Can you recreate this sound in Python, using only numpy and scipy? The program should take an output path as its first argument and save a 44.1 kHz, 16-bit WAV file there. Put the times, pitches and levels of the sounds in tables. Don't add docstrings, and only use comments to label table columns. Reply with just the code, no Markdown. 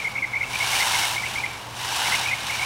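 import sys
import numpy as np
from scipy import signal
from scipy.fft import rfft, irfft, next_fast_len
from scipy.io import wavfile
from scipy.ndimage import uniform_filter1d

SR = 44100
rng = np.random.default_rng(int(sys.argv[2]) if len(sys.argv) > 2 else 0)


def waveform_to_disk(signal):
    frames = np.transpose(np.atleast_2d(signal))
    scaled = np.clip(frames, -1, 1) * 32767
    samples = np.round(scaled).astype(np.int16)
    wavfile.write(sys.argv[1], SR, samples)


N = 116865
T = np.arange(N) / SR


def undb(db):
    return 10 ** (np.asarray(db) / 20)


def unit(x):
    return x / np.sqrt(np.mean(x ** 2))


def walk(rate):
    hold = int(SR / rate)
    steps = np.repeat(rng.standard_normal(N // hold + 1), hold)
    return unit(uniform_filter1d(uniform_filter1d(steps, hold), hold)[:N])


def colour(x, points):
    hz, db = np.array(points).T
    size = next_fast_len(N + 8192)
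    freqs = np.maximum(np.fft.rfftfreq(size, 1 / SR), 1)
    gain = undb(np.interp(np.log(freqs), np.log(hz), db))
    cepstrum = irfft(np.log(gain), size)
    cepstrum[1:size // 2] *= 2
    cepstrum[size // 2 + 1:] = 0
    return irfft(rfft(x, size) * np.exp(rfft(cepstrum, size)), size)[:N]


def band(x, hz, half_width_hz):
    edges = [hz - half_width_hz, hz + half_width_hz]
    return signal.sosfilt(signal.butter(2, edges, "band", fs=SR, output="sos"), x)


def shelf(x, hz, db):
    treble = signal.sosfiltfilt(signal.butter(1, hz, "high", fs=SR, output="sos"), x)
    return x + treble * (undb(db) - 1)


def park_murmur():
    # frequency in Hz, relative spectral density in dB.
    spectrum = [(20, -17), (42, -2), (52, -5), (80, 5), (105, 0), (160, -2), (300, -5.5), (480, -5.5),
                (700, -2), (900, 2), (1150, -1.5), (1600, -6.5), (2400, -8.5), (4000, -16), (8000, -22),
                (15800, -31)]
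    noise = unit(colour(rng.standard_normal(N), spectrum))
    return noise * undb(-38 + 0.33 * walk(7.8))


def machine_hum():
    pitch_hz = 120.1 + 1.4 * walk(8)
    tone = unit(np.sin(2 * np.pi * np.cumsum(pitch_hz) / SR))
    return tone * undb(-46 + 2 * walk(8.8))


def shrub_echo(x):
    rise_s, t60_s, echo_db = 0.017, 0.62, -9
    tail = rng.standard_normal(N) * np.exp(-np.log(1000) * T / t60_s)
    tail *= np.minimum(T / rise_s, 1) ** 2
    echo = band(signal.fftconvolve(x, tail)[:N], hz=2440, half_width_hz=230)
    return unit(echo) * np.std(x) * undb(echo_db)


def small_bird():
    # centre in seconds, length in seconds, lowest pitch in Hz, level in dB.
    syllables = [(.003, .010, 2330, -23.5), (0.023, .022, 2173, -26), (.054, .023, 2100, -21),
                 (0.075, .022, 2140, -21), (0.162, .020, 2137, -21), (0.173, 0.0054, 2630, -32),
                 (.184, .017, 2175, -19.5), (0.191, .006, 2680, -31), (0.196, .016, 2297, -29),
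                 (0.23, .020, 2120, -18.5), (0.246, .014, 2078, -18), (0.341, .022, 2086, -20),
                 (0.362, .019, 2168, -18), (.377, .019, 2273, -23.5), (0.414, .016, 2117, -19),
                 (.435, .016, 2126, -20.5), (0.443, .014, 2630, -27), (0.542, .016, 2290, -23),
                 (0.559, .008, 2320, -20.5), (.610, .020, 2125, -19.5), (.628, .017, 2200, -18.5),
                 (0.648, .016, 2310, -29), (.735, .018, 2146, -21), (.754, .018, 2290, -22.5),
                 (0.781, .014, 2280, -23), (0.809, .018, 2030, -18.5), (0.827, .017, 2103, -18),
                 (.941, .016, 2100, -23), (0.955, .019, 2140, -21.5), (0.978, .010, 2220, -22),
                 (1.022, .018, 2152, -24), (1.044, .016, 2150, -20.5), (1.167, .019, 2144, -22.5),
                 (1.184, .017, 2196, -20.5), (1.202, .016, 2260, -25), (1.24, .021, 2066, -22),
                 (1.262, .010, 2225, -20.5), (1.271, .016, 2610, -28), (1.362, .019, 2140, -22.5),
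                 (1.384, .018, 2286, -22), (1.403, .016, 2364, -26), (1.443, .022, 2060, -20.5),
                 (1.463, .007, 2285, -20.5), (2.058, .016, 2100, -26), (2.076, .013, 2224, -22),
                 (2.127, .018, 2015, -18.5), (2.146, .016, 2120, -18.5), (2.161, .010, 2450, -24),
                 (2.243, .015, 2200, -24.5), (2.263, .014, 2240, -21.5), (2.275, .014, 2500, -24),
                 (2.29, .017, 2405, -22), (2.319, .025, 2070, -19), (2.335, .020, 2173, -18.5),
                 (2.504, .020, 2160, -21.5), (2.529, .018, 2296, -24.5), (2.548, .014, 2283, -26),
                 (2.598, .016, 2200, -23), (2.617, .016, 2130, -20.5), (2.633, .016, 2236, -19.5)]
    fall_hz, turn_fraction = 252, 0.51
    waver_hz = 32.6 * walk(400)
    roughness = 1 + 0.16 * walk(500)
    peeps = np.zeros(N)
    for centre, length, lowest_hz, db in syllables:
        place = (T - centre) / length + .5
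        on = (place > 0) & (place < 1)
        progress = place[on]
        pitch_hz = lowest_hz + fall_hz * (1 - progress / turn_fraction) ** 2 + waver_hz[on]
        envelope = undb(db) * np.sin(np.pi * progress) ** 0.68
        peeps[on] += envelope * np.sin(2 * np.pi * np.cumsum(pitch_hz) / SR)
    return peeps * roughness


def quill_knocks(strokes, effort_db):
    knocks_per_s, full_effort_db = 350, -38.5
    knocks = rng.standard_normal(N) * (rng.random(N) < knocks_per_s / SR)
    ringing = unit(band(knocks * strokes, hz=908, half_width_hz=131))
    return ringing * undb(full_effort_db + 1.26 * effort_db)


def barb_rustle(strokes, effort_db):
    # frequency in Hz, relative spectral density in dB.
    spectrum = [(150, -21.5), (420, -17), (590, -13.5), (740, -3), (950, 1), (1200, -7.5), (1600, -3),
                (1850, -5.5), (2150, -7.5), (2550, -4.5), (2900, 0), (3300, -6.5), (3750, -3.5),
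                (4350, -8.5), (4700, -7.5), (5000, -12), (5350, -6.5), (7000, -13.5), (9300, -13.5),
                (12000, -21), (15800, -26)]
    # time in seconds, treble gain at full effort in dB.
    sheen = [(0, -1), (.4, 1), (1.1, 3), (1.5, -2), (1.8, 1.5), (2.2, -1), (2.65, -1)]
    ticks_per_s, spread_db, tick_db, brush_db = 4500, 1.5, -3, -4.5
    sizes = undb(spread_db * np.minimum(rng.exponential(size=N), 5)) * rng.choice([-1, 1], N)
    ticks = unit(sizes * (rng.random(N) < ticks_per_s / SR))
    contact = undb(tick_db) * ticks + undb(brush_db) * rng.standard_normal(N)
    clumps = walk(420)
    rustle = unit(colour(contact * strokes * undb(0.73 * clumps), spectrum))
    rustle = shelf(rustle, hz=9100, db=1.03 * clumps)
    sheen_db = np.interp(T, *np.array(sheen).T) + 0.08 * effort_db
    return shelf(rustle, hz=6000, db=sheen_db)


def peacock_train():
    # time in seconds, level of the shaking in dB.
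    shiver = [(0, -35.5), (.2, -44.5), (.42, -42), (.495, -37), (.52, -32.5), (.6, -28.5), (.74, -23.5),
              (.98, -23), (1.135, -27.5), (1.185, -33), (1.38, -31.5), (1.44, -35.5), (1.55, -38.5),
              (1.72, -42.5), (1.8, -31.5), (1.96, -25.5), (2.14, -23), (2.3, -30), (2.37, -33), (2.48, -29),
              (2.65, -28)]
    swing_hz, stroke_depth, swing_depth, full_level_db = 25.34, 0.07, 0.063, -23.5
    level_db = np.interp(T, *np.array(shiver).T)
    effort_db = level_db - full_level_db
    phase = 2 * np.pi * np.cumsum(swing_hz * (1 + 0.014 * walk(2.96))) / SR
    strokes = 1 + stroke_depth * np.cos(2 * phase) + swing_depth * np.cos(phase)
    return barb_rustle(strokes, effort_db) * undb(level_db) + quill_knocks(strokes, effort_db)


def scene():
    peeps = small_bird()
    return (peacock_train() + peeps + shrub_echo(peeps) + park_murmur() + machine_hum())[None]


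def record(dry):
    cutoff_hz = 15750
    return signal.sosfilt(signal.ellip(10, .2, 80, cutoff_hz, fs=SR, output="sos"), dry)


dry = scene()
out = record(dry)
waveform_to_disk(out)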